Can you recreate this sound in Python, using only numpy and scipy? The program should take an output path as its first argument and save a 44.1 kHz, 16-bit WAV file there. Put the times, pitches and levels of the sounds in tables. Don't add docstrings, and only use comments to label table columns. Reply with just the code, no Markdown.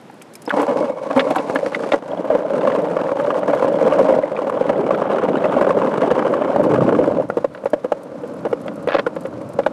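import sys
import numpy as np
from scipy import signal
from scipy.fft import rfft, irfft
from scipy.io import wavfile
from scipy.ndimage import uniform_filter1d, minimum_filter1d

SR = 44100
rng = np.random.default_rng(int(sys.argv[2]) if len(sys.argv) > 2 else 0)


def boost(x):
    u = np.asarray(x, float) / 20
    return 10 ** u


def store_pcm(level_fs):
    pcm = np.round(np.clip(level_fs, -1, 1) * 32767).astype(np.int16)
    wavfile.write(sys.argv[1], SR, np.atleast_2d(pcm).T)


N = 428652
RISE_S = 0.0015

# (frequency [Hz], width [Hz], level [dB])
WHEELS = [(770, 233, 6), (989, 313, 2.5), (1500, 376, -6.5), (2176, 390, -16), (2916, 680, -19.5)]
# (frequency [Hz], density [dB per Hz])
GRIT = [(1470, 7), (2500, 6), (3070, -2), (3980, 1.5), (9370, -7.5), (12900, -20.5), (15500, -46)]


def evened(x):
    return x / np.sqrt(np.mean(x ** 2) + 1e-20)


def add(mix, start_s, sound):
    part = mix[round(start_s * SR):][:len(sound)]
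    part += sound[:len(part)]


def coloured(x, spectrum):
    point_hz, point_db = np.transpose(spectrum)
    hz = np.fft.rfftfreq(len(x), 1 / SR)
    gain_db = np.interp(np.log(hz + 1), np.log(point_hz + 1), point_db, left=-90, right=-90)
    return evened(irfft(rfft(x) * boost(gain_db), len(x)))


def resonate(x, hz, width_hz):
    pole = np.exp((-np.pi * width_hz + 2j * np.pi * hz) / SR)
    return 2 * signal.lfilter([1 - abs(pole)], [1, -pole], x).real


def body(x, modes):
    total = 0
    for k, (hz, width_hz, db) in enumerate(modes):
        ring = resonate(resonate(x, hz, width_hz), hz, 2 * width_hz)
        total = total + (-1) ** k * boost(db) * ring
    return evened(total)


def loosened(x, modes, loose):
    wide = [(hz, 1.34 * width_hz, db) for hz, width_hz, db in modes]
    return (1 - loose) * body(x, modes) + loose * body(x, wide)


def bumps(per_s, spread_db, decay_s, steady):
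    struck = rng.random(N) < per_s / SR
    size = boost(spread_db * np.minimum(rng.exponential(1, N), 2.3)) * struck
    fall = np.exp(-1 / (decay_s * SR))
    jolts = signal.lfilter([1], np.convolve([1, -fall], [1, -fall ** 3]), size)
    return steady + evened(jolts)


def swell(t, rise_s, decay_s):
    shape = (1 - np.exp(-t / rise_s)) * np.exp(-(t / decay_s) ** 1.12)
    return shape / shape.max()


def street():
    # (frequency [Hz], density [dB per Hz])
    hum_spectrum = [(59, -35), (104, -2), (193, 6.5), (552, 2.5), (703, -1), (6380, -27), (12200, -33.5),
                    (15500, -46.5)]
    # (time [s], level [dB])
    wind_curve = [
        (0.0, -70),
        (1.62, -49),
        (6.5, -50),
        (6.77, -24.5),
        (7.45, -46.5),
        (9.72, -44),
    ]
    t = np.arange(N) / SR
    gusts = rng.standard_normal(N) * bumps(per_s=15, spread_db=4.0, decay_s=0.02, steady=0.5)
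    lumps = resonate(resonate(gusts, 130, 130), 130, 130)
    wind = evened(lumps + 0.12 * resonate(rng.standard_normal(N), 30, 40))
    wind_db = np.interp(t, *np.transpose(wind_curve))
    hum_db = -42 - 5 * np.clip((t - 0.48) / 0.21, 0, 1)
    return boost(hum_db) * coloured(rng.standard_normal(N), hum_spectrum) + boost(wind_db) * wind


def jingle():
    shake = bumps(per_s=11, spread_db=-10.0, decay_s=0.0012, steady=0)
    treble = resonate(resonate(rng.standard_normal(N), 10500, 5400), 10000, 7000)
    return boost(-75) * evened(shake * treble)


def trucks():
    # (time [s], peak [dB], pitch [Hz], crack level [dB])
    clacks = [(0.098, -24, 840, -59), (0.215, -35, 2390, -41), (0.353, -35, 2360, -50),
              (0.3535, -31, 5250, -60), (0.4627, -33, 5170, -51), (0.494, -25, 3390, -30),
              (0.505, -9, 1600, -38), (0.5095, -7, 1440, -38), (1.1778, -19, 2130, -38),
              (1.193, -28, 2260, -13), (1.204, -12, 1810, -20), (1.306, -32, 1500, -28),
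              (1.356, -29, 1460, -27), (1.382, -25, 1420, -25.5), (1.558, -10.5, 1700, -27.5),
              (1.6623, -28, 1840, -56), (1.731, -26, 1500, -35), (1.7463, -10.5, 2080, -21),
              (1.7973, -26, 1570, -53), (1.923, -24, 1430, -30), (1.919, -11.5, 2010, -14.5),
              (2.1153, -31, 3300, -57), (2.609, -30, 1560, -34), (2.718, -24, 1800, -32),
              (4.365, -23.5, 2350, -39), (4.946, -19, 1400, -32), (7.301, -13, 1390, -49),
              (9.064, -12, 1420, -44), (9.072, -13.5, 1060, -46), (9.1627, -24, 1500, -41),
              (9.256, -37, 1850, -39), (9.6337, -40.5, 1460, -38), (9.662, -9, 1500, -26.5)]
    crack_modes = [(1200, 600, 2), (2200, 800, 0), (3500, 1100, -6)]  # (Hz, width Hz, dB)
    out, t = np.zeros(N), np.arange(1500) / SR
    for start_s, db, hz, crack_db in clacks:
        crack = body(rng.standard_normal(len(t)), crack_modes)
        ping = np.sin(2 * np.pi * hz * t) + 0.32 * body(rng.standard_normal(len(t)), [(hz, 600, 0)])
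        clack = boost(db - 3.0) * ping * swell(t, RISE_S, 0.0022)
        add(out, start_s, clack + boost(crack_db) * crack * swell(t, RISE_S, 0.0049))
    return out


def claws():
    # (time [s], peak [dB])
    touches = [(0.2187, -28), (0.3358, -30), (0.353, -24), (0.419, -28.5), (0.4522, -31.5), (0.4934, -33),
               (0.616, -26), (1.1606, -39), (1.1744, -27.5), (1.3046, -28), (1.359, -23), (1.495, -36),
               (1.548, -26.5), (2.818, -40), (3.3889, -35.5), (4.495, -35.5), (6.3172, -42), (6.3396, -42),
               (6.5985, -39), (6.633, -34)]
    # (time [s], peak [dB])
    trot = [(7.2871, -41), (7.367, -42), (7.645, -39), (7.701, -35.5), (7.8414, -43), (8.032, -36),
            (8.218, -45), (8.2743, -39.5), (8.3367, -39), (8.5368, -47), (8.6136, -37), (8.6605, -39),
            (8.7563, -38), (8.8251, -38), (8.873, -35.5), (9.1544, -38), (9.207, -35), (9.2337, -41.5),
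            (9.266, -37), (9.4133, -41), (9.4886, -36), (9.534, -36), (9.6652, -47)]
    out, t = np.zeros(N), np.arange(1500) / SR
    for start_s, db in touches + trot:
        spray = evened(resonate(resonate(rng.standard_normal(len(t)), 9500, 6000), 8000, 9000))
        add(out, start_s, boost(db - 12) * spray * swell(t, 0.001, 0.0049))
    return out


def clinks():
    out, t = np.zeros(N), np.arange(600) / SR
    for hz in np.geomspace(900, 3800, num=12):
        struck = rng.random(N) < 14 / SR
        strikes = boost(4.5 * np.minimum(rng.exponential(1, N), 3)) * struck
        ping = (900 / hz) ** 1.8 * np.sin(2 * np.pi * hz * t) * swell(t, 0.0005, 0.0018)
        out += signal.oaconvolve(strikes, ping)[:N]
    return evened(out)


def rolling():
    # (frequency [Hz], width [Hz], level [dB])
    deck_modes = [(569.4, 102, 12), (470, 168, 6), (624, 82, -0.5)]
    thud_modes = [(298.8, 55, 9), (181, 76.5, 4), (120, 37, -11.5)]
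    # (frequency [Hz], width [Hz], level [dB])
    whirr_modes = [(1040, 450, 1.5), (1430, 460, -6), (2000, 150, -26)]
    # (frequency [Hz], width [Hz], level [dB])
    flex_modes = [(393, 76, 0)]
    # (frequency [Hz], width [Hz], level [dB])
    plate_modes = [(1120, 120, -2.5), (880, 220, -0.5), (2210, 83, -13.5)]
    # (time [s], half length [s], level [dB])
    lifts = [(0.68, 0.056, -6.5), (0.956, 0.1, -5), (1.713, 0.015, -5), (2.011, 0.026, -12),
             (2.093, 0.084, -3.5), (2.48, 0.068, -2.5), (3.137, 0.015, -7.5), (4.344, 0.0044, -5),
             (7.276, 0.015, -11), (7.483, 0.028, -9)]
    # (time [s], level [dB])
    shake_curve = [(0.46, -46), (0.53, -25), (0.67, -16), (0.96, -25.5), (1.34, -24), (2.12, -25),
                   (2.58, -19.5), (3.23, -21), (3.77, -18.5), (3.96, -16), (4.39, -24.5), (5.53, -20.5),
                   (6.43, -20), (7.05, -21), (7.34, -31.5), (7.65, -38), (8.25, -33), (9.72, -33.5)]
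    # (start [s], thud [dB], rattle [dB], grit [dB], whirr [dB])
    ground = [
        (0.0, -11.5, -11, -26, -36),
        (1.05, -8.5, -9.5, -21.5, -35),
        (2.05, -9.5, -10, -31, -23.5),
        (4.5, -5.5, -7.5, -31.5, -18),
        (6.62, 1.5, -9.5, -30.5, -20),
        (7.3, -4.5, -11, -24.5, -13.5),
        (8.1, 1.5, -10.5, -24, -12),
    ]
    t = np.arange(N) / SR
    lift_db = sum(db * np.exp(-((t - at_s) / half_s) ** 2) for at_s, half_s, db in lifts)
    shake_db = np.interp(t, *np.transpose(shake_curve), left=-90) + lift_db
    start_s, *shares_db = np.transpose(ground)
    under = np.searchsorted(start_s, t, "right") - 1
    blend = int(0.25 * SR)
    thud_gain, rattle_gain, grit_gain, whirr_gain = (
        boost(shake_db + uniform_filter1d(db[under], size=blend)) for db in shares_db)

    smooth = np.clip((t - 7.2) / 0.086, 0, 1)
    fast = np.clip((t - 4.47) / 0.12, 0, 1) - smooth
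    jolts = bumps(per_s=110, spread_db=0.0, decay_s=0.0048, steady=0.61) + 1.18 * smooth
    chips = bumps(per_s=120, spread_db=3.0, decay_s=0.0018, steady=0.8) + 1.18 * smooth
    noises = rng.standard_normal((5, N)) / (1 + smooth)
    deck_noise, thud_noise, wheel_noise, grit_noise, whirr_noise = noises

    ring = loosened(deck_noise * jolts, deck_modes, fast)
    flex = boost(-7.5) * fast * body(grit_noise * jolts, flex_modes)
    on_plate = np.clip((1.59 - t) * 10, 0, 1)
    plate = boost(-1.5) * on_plate * body(whirr_noise[::-1] * jolts, plate_modes)
    boom = loosened(thud_noise * (jolts + 0.5), thud_modes, fast + smooth)

    wheels = body(wheel_noise * (jolts + 9.0 * chips), WHEELS)
    wheels = wheels + boost(-13.5) * (1 - 1.1 * smooth) * jolts * clinks()
    whirr = body(whirr_noise * (jolts + chips), whirr_modes)

    drift = uniform_filter1d(uniform_filter1d(deck_noise[::-1], size=500), size=300)
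    patches = boost(2.1 * evened(drift))
    grit = patches * coloured(grit_noise * (0.5 * jolts + chips), GRIT)
    return (boost(shake_db) * (ring + flex + plate) + thud_gain * boom
            + whirr_gain * whirr + rattle_gain * wheels + grit_gain * grit)


def knocks():
    # (time [s], peak [dB], deck pitch [Hz], length [ms])
    studs = [(0.476, -17.5, 478, 9.7), (0.538, -11.5, 550, 5.9), (0.563, -18.5, 507, 140),
             (0.594, -15.5, 513, 22), (0.63, -17.5, 462, 17), (0.681, -18, 574, 43), (0.764, -22, 550, 26),
             (1.099, -23.5, 611, 54), (1.161, -8, 545, 35), (1.268, -18.5, 623, 35),
             (1.307, -13.5, 740, 10), (1.36, -16.5, 765, 18), (1.498, -11.5, 494, 1),
             (1.661, -17, 600, 3.3), (1.833, -19.5, 544, 19), (1.933, 0, 560, 9.4), (0.71, -20, 590, 11),
             (0.839, -18, 557, 19), (0.897, -32, 580, 12), (1.39, -18.5, 544, 18), (1.555, -17, 600, 21),
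             (2.023, -24, 585, 4.3), (2.116, -28, 605, 39)]
    # (time [s], peak [dB], deck pitch [Hz], length [ms])
    bricks = [(2.241, -18.5, 622, 17), (2.309, -12.5, 592, 40), (2.349, -5, 522, 6.1),
              (2.528, -21, 530, 67), (2.675, -9, 550, 18), (2.801, -16, 510, 2.9), (3.014, -9, 556, 4.3),
              (3.117, -11.5, 558, 7.9), (3.191, -12, 551, 11), (3.378, -15.5, 514, 2),
              (3.483, -12.5, 571, 59), (3.622, -10, 538, 10), (3.646, -3, 537, 1.4), (3.676, -13, 502, 18),
              (3.849, -7.5, 505, 8.2), (3.875, -10, 558, 11), (3.956, -18, 567, 11), (4.011, -3, 510, 3.9),
              (4.047, -12.5, 621, 36), (4.088, -5.5, 527, 17), (4.105, -8, 607, 7.4), (4.123, -5, 604, 6.5),
              (4.143, -11, 590, 12), (4.163, -14, 635, 6.6), (4.186, -6.5, 607, 7.2)]
    # (time [s], peak [dB], deck pitch [Hz], length [ms])
    far_bricks = [(4.418, -14.5, 540, 7), (4.467, -15, 553, 20), (4.537, -13.5, 550, 8.7),
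                  (4.609, -10, 560, 4.9), (4.655, -22, 556, 72), (4.695, -0.5, 590, 7),
                  (4.765, -16, 493, 4.3), (4.806, -13, 414, 9.3), (4.906, -10, 624, 5),
                  (5.019, -23, 510, 8.5), (5.099, -17, 470, 20), (5.285, -9.5, 535, 4.2),
                  (5.369, -9, 513, 4.3), (5.441, -20, 536, 8), (5.564, -7, 545, 10), (5.61, -7, 616, 8.2),
                  (5.693, -15, 586, 7.1), (5.979, -8, 480, 2.4), (6.017, -8, 514, 7.3),
                  (6.073, -10, 408, 9.2), (6.112, 0.5, 493, 5.5), (6.176, -13, 503, 14),
                  (6.252, -18.5, 409, 32)]
    # (time [s], peak [dB], deck pitch [Hz], length [ms])
    ramp = [(6.56, 0, 587, 3.7), (6.596, -6, 610, 3.8), (6.697, -13, 442, 25), (6.737, -5, 407, 6.3),
            (6.756, -15, 497, 3.6), (6.924, -5, 463, 5.6), (6.988, 8.5, 484, 3.6), (7.076, -6, 560, 4),
            (8.465, -15, 560, 7.6), (7.183, -28, 597, 37), (7.3, -8.5, 540, 1.7), (9.072, -20, 440, 4),
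            (7.637, -18.5, 550, 4.9), (8.234, -22, 484, 14), (8.66, -25.5, 560, 16), (9.163, -16, 552, 7.3),
            (9.251, -15.5, 531, 9.6), (9.41, -24, 550, 17)]
    # (time [s], front [dB], rear [dB], axle delay [s], front pitch [Hz])
    slabs = [(7.37, -5.5, -5.5, 0.074, 474), (7.656, -8.5, -0.5, 0.077, 550), (7.844, -10, -5, 0.075, 513),
             (8.451, -8.5, -7, 0.077, 460), (8.873, -8.5, 1.5, .072, 480), (8.987, -10, -9, 0.079, 550),
             (9.588, -5, -4, 0.075, 550)]
    rear_hz = [560, 590, 590, 480, 560, 480, 610]
    # (thud [dB], rattle [dB])
    blows = [
        (-0.5, 0),
        (-6, -9),
        (-4.5, -5.5),
        (-6, -8),
        (-8, -6.5),
    ]
    out, t = np.zeros(N), np.arange(3000) / SR
    axles = [(s, db, hz, 5.7) for s, db, _, _, hz in slabs]
    axles += [(s + delay_s, db, hz, 6.2) for (s, _, db, delay_s, _), hz in zip(slabs, rear_hz)]
    axles += [(s + 0.011, db - 9, 580, 6) for s, db, *_ in slabs]
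    for rows, (thud_db, rattle_db) in zip((studs, bricks, far_bricks, ramp, axles), blows):
        thud_hz = 250 + 51 * (rows is axles)
        for (start_s, db, hz, ms), chance in zip(rows, rng.random((len(rows), 5))):
            length_s = ms / 1000
            scatter_db = 6 * (chance[3:] - 0.5)
            second_hz = hz * (0.8 + 0.089 * chance[0])
            second = np.sin(2 * np.pi * (second_hz * t + chance[1]))
            ring = np.sin(2 * np.pi * hz * t) + 0.39 * second
            thud = np.sin(2 * np.pi * (thud_hz + 60 * chance[2]) * t)
            noise = rng.standard_normal((2, len(t)))
            rattle = body(noise[0], WHEELS) + boost(-23.5) * coloured(noise[1], GRIT)
            blow = ring * swell(t, RISE_S, length_s)
            blow += boost(thud_db + scatter_db[0]) * thud * swell(t, 0.0046, 0.51 * length_s)
            rattle_gain = boost(rattle_db - 5.0 + scatter_db[1])
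            blow += rattle_gain * rattle * swell(t, 2 * RISE_S, 0.64 * length_s)
            add(out, start_s, boost(db) * blow)
    return out


def gaps():
    # (time [s], rattle peak [dB], deck ring [dB])
    stud_gaps = [(0.508, -5, -40), (0.537, -32, -30), (0.575, -20, -21), (0.603, -21, -20),
                 (0.629, -8, -18), (0.679, -12, -5), (0.759, -29, -3), (0.842, -23, -14), (0.894, -24, -14),
                 (0.986, -20, -28), (0.524, -16, -24), (0.563, -15, -17), (1.105, -16, -33),
                 (1.109, -9, -4), (1.163, -16, -27), (1.176, -16, -13), (1.266, -17, -9), (1.304, -25, -6),
                 (1.359, -5, -21), (1.498, -11.5, -29), (1.556, -8.5, -30), (1.629, -31, -5),
                 (1.662, -28, -4.5), (1.723, -19, -14.5), (1.747, -11, -20), (1.836, -9.5, -10),
                 (1.92, -24, -1), (2.133, -30, -8)]
    # (time [s], rattle peak [dB], deck ring [dB])
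    brick_gaps = [(2.302, -8, 3.5), (2.35, -25, -22), (2.453, -26, -12), (2.559, -14, -13),
                  (2.631, -11, -15.5), (2.651, -16, -3), (2.673, -3.5, -4), (2.7, -8, -17),
                  (2.75, -10, -9.5), (2.967, -7, -4.5), (2.989, -12, -17), (3.013, -10, -8),
                  (3.091, -9, -7.5), (3.168, -12, -16), (3.198, -5.5, -29), (3.247, -13, -30),
                  (3.271, -15, -17), (3.304, -2.5, -19), (3.343, -11, -21), (3.43, -12, -8),
                  (3.48, -7.5, -9), (3.499, -11, -7), (3.534, -2.5, 0), (3.574, -7.5, -22),
                  (3.625, -4.5, -11), (3.679, -18.5, -4), (3.734, -30, -20.5), (3.812, -13, -5),
                  (3.85, -18, -19), (3.873, -7.5, -4), (3.91, -7, -17), (3.923, -1.5, 2), (3.976, -20, -12),
                  (4, -4.5, -3), (4.047, -22, -10), (4.086, -7.5, -6), (4.141, -19, 0), (4.373, -11, -17)]
    # (time [s], rattle peak [dB], deck ring [dB])
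    far_gaps = [(4.389, -11, -6.5), (4.418, -28, -4), (4.468, -25, -27), (4.497, -9, -14),
                (4.572, -13.5, -6), (4.61, -30, 3), (4.656, -24, -14), (4.692, -5, -15), (4.729, -13, -11),
                (4.78, -30, -10), (4.809, -31, -20), (4.864, -9, -7), (4.89, -19, -5), (4.907, 0.5, 2),
                (4.938, -36, -7), (5.017, -7.5, -5), (5.055, -12, -9), (5.098, -11, -5), (5.115, -6.5, -17),
                (5.146, -22, -5), (5.159, -10, -14), (5.184, -4.5, -9), (5.22, -10, -11), (5.246, -10, -22),
                (5.285, -18, -8), (5.355, -6, -18), (5.406, -14, -13), (5.42, -11, -5), (5.441, -6.5, -8),
                (5.454, -9, -3.5), (5.482, -14, -12), (5.497, -13, -6), (5.525, -5, -15), (5.565, -24, 2),
                (5.539, -7, -12), (5.584, -7, -13), (5.611, 3.5, -4), (5.624, -6, -3), (5.647, -9, -3),
                (5.667, -7, -3), (5.748, -18, -7), (5.789, -9, -18), (5.706, -1, 2), (5.775, -25, -17)]
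    # (time [s], rattle peak [dB], deck ring [dB])
    ramp_gaps = [(5.817, -7, -21), (5.834, -18, -13), (5.861, -7, -16), (5.872, -13, -9), (5.917, -27, -22),
                 (5.939, -4.5, -29), (5.959, -12, -27), (5.978, -9, -14), (5.997, -29, -21),
                 (6.017, -2, -15), (6.063, -25, -18), (6.104, -5, -11.5), (6.113, -9, 1), (6.151, -12, -13),
                 (6.192, -4, -11), (6.249, -9, -9), (6.266, -7, -5.5), (6.036, -11, -3), (6.164, -8, -9),
                 (6.224, -11, -17), (6.323, -24, -17), (6.338, -4, -14), (6.376, -13, -9),
                 (6.419, -7.5, -4), (6.447, -11, -13), (6.484, -13.5, -24), (6.503, -10, -13),
                 (6.53, -13, -12), (6.821, -10, -3.5), (6.862, -12, -14), (6.89, -3.5, -7),
                 (7.012, -13, -6), (7.04, -9, -7), (6.599, -18, -1), (6.64, -10.5, -15), (6.676, -23, -6),
                 (6.689, -23, -5), (6.717, -6, -23), (6.741, -3.5, -8), (6.759, -6, -7), (6.778, -12, -13),
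                 (6.807, -7.5, -12), (6.878, -10, -11), (6.923, -11, -2), (6.949, -4.5, -18),
                 (6.987, -10, -11), (7.074, -19, -27), (7.11, -21, -5.5), (7.12, -20, -7), (7.169, -24, -6),
                 (7.184, -30, -3), (7.198, -29, -2)]
    out, force, t = np.zeros(N), np.zeros(N), np.arange(1500) / SR
    rows = stud_gaps + brick_gaps + far_gaps + ramp_gaps
    for (start_s, rattle_db, ring_db), chance in zip(rows, rng.random((len(rows), 2))):
        hz = 573.3 + 95 * (chance[0] - 0.5)
        phase = 2 * np.pi * (hz * t + chance[1])
        overtone = boost(rattle_db - 14.5) * np.sin(2 * phase)
        ring = boost(ring_db - 4.5) * np.sin(phase) + overtone
        add(out, start_s, ring * swell(t, RISE_S, 0.0046))
        add(force, start_s, boost(rattle_db - 13.5) * swell(t, 0.00037, 0.0047))
    wheel_noise, grit_noise = rng.standard_normal((2, N))
    rattle = body(wheel_noise, WHEELS[1:]) + boost(-24.0) * coloured(grit_noise, GRIT)
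    return out + force * rattle


def chatter():
    # (time [s], peak [dB])
    slaps = [(7.548, -27), (7.575, -28.5), (8.68, -19), (8.874, -23), (8.886, -13), (8.896, -19),
             (8.905, -18), (8.919, -10.5), (8.93, -15), (8.941, -11), (8.946, -3), (8.965, -15),
             (8.971, -26), (8.984, -15), (8.993, -8.5)]
    # (frequency [Hz], width [Hz], level [dB])
    lid_modes = [(550, 107, 16.5), (1000, 400, 1), (1460, 480, 3.5), (2500, 1400, -9.5),
                 (3950, 2000, -19.5)]
    out, t = np.zeros(N), np.arange(1500) / SR
    decay_s = 0.004
    for start_s, db in slaps:
        slap = body(rng.standard_normal(len(t)), lid_modes)
        add(out, start_s, boost(db) * slap * swell(t, decay_s / 6, decay_s))
    return out


def scene():
    hits = trucks() + claws() + knocks() + gaps() + chatter()
    hits = signal.sosfilt(signal.butter(2, 140, "high", fs=SR, output="sos"), hits)
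    t = np.arange(4000) / SR
    echo = rng.standard_normal(len(t)) * boost(-60 * t / 0.035) * (t > 0.003)
    wet = signal.oaconvolve(hits, echo / np.linalg.norm(echo))[:N]
    return (hits + boost(-14.0) * wet + rolling() + street() + jingle())[None]


def band_limit(x):
    return signal.sosfilt(signal.butter(12, 15790, fs=SR, output="sos"), x)


def record(dry):
    heard = signal.sosfilt(signal.butter(3, 85, "high", fs=SR, output="sos"), dry)
    heard = signal.sosfilt(signal.butter(4, 12800, fs=SR, output="sos"), heard)
    push_band = signal.butter(1, [15, 45], "band", fs=SR, output="sos")
    heard = heard + boost(-26.5) * signal.sosfilt(push_band, np.minimum(heard ** 2, 0.5))
    ceiling = 0.71
    gain = minimum_filter1d(ceiling / np.maximum(abs(heard), ceiling), size=161)
    return band_limit(heard * uniform_filter1d(gain, size=161))


dry = scene()
out = record(dry)
store_pcm(out)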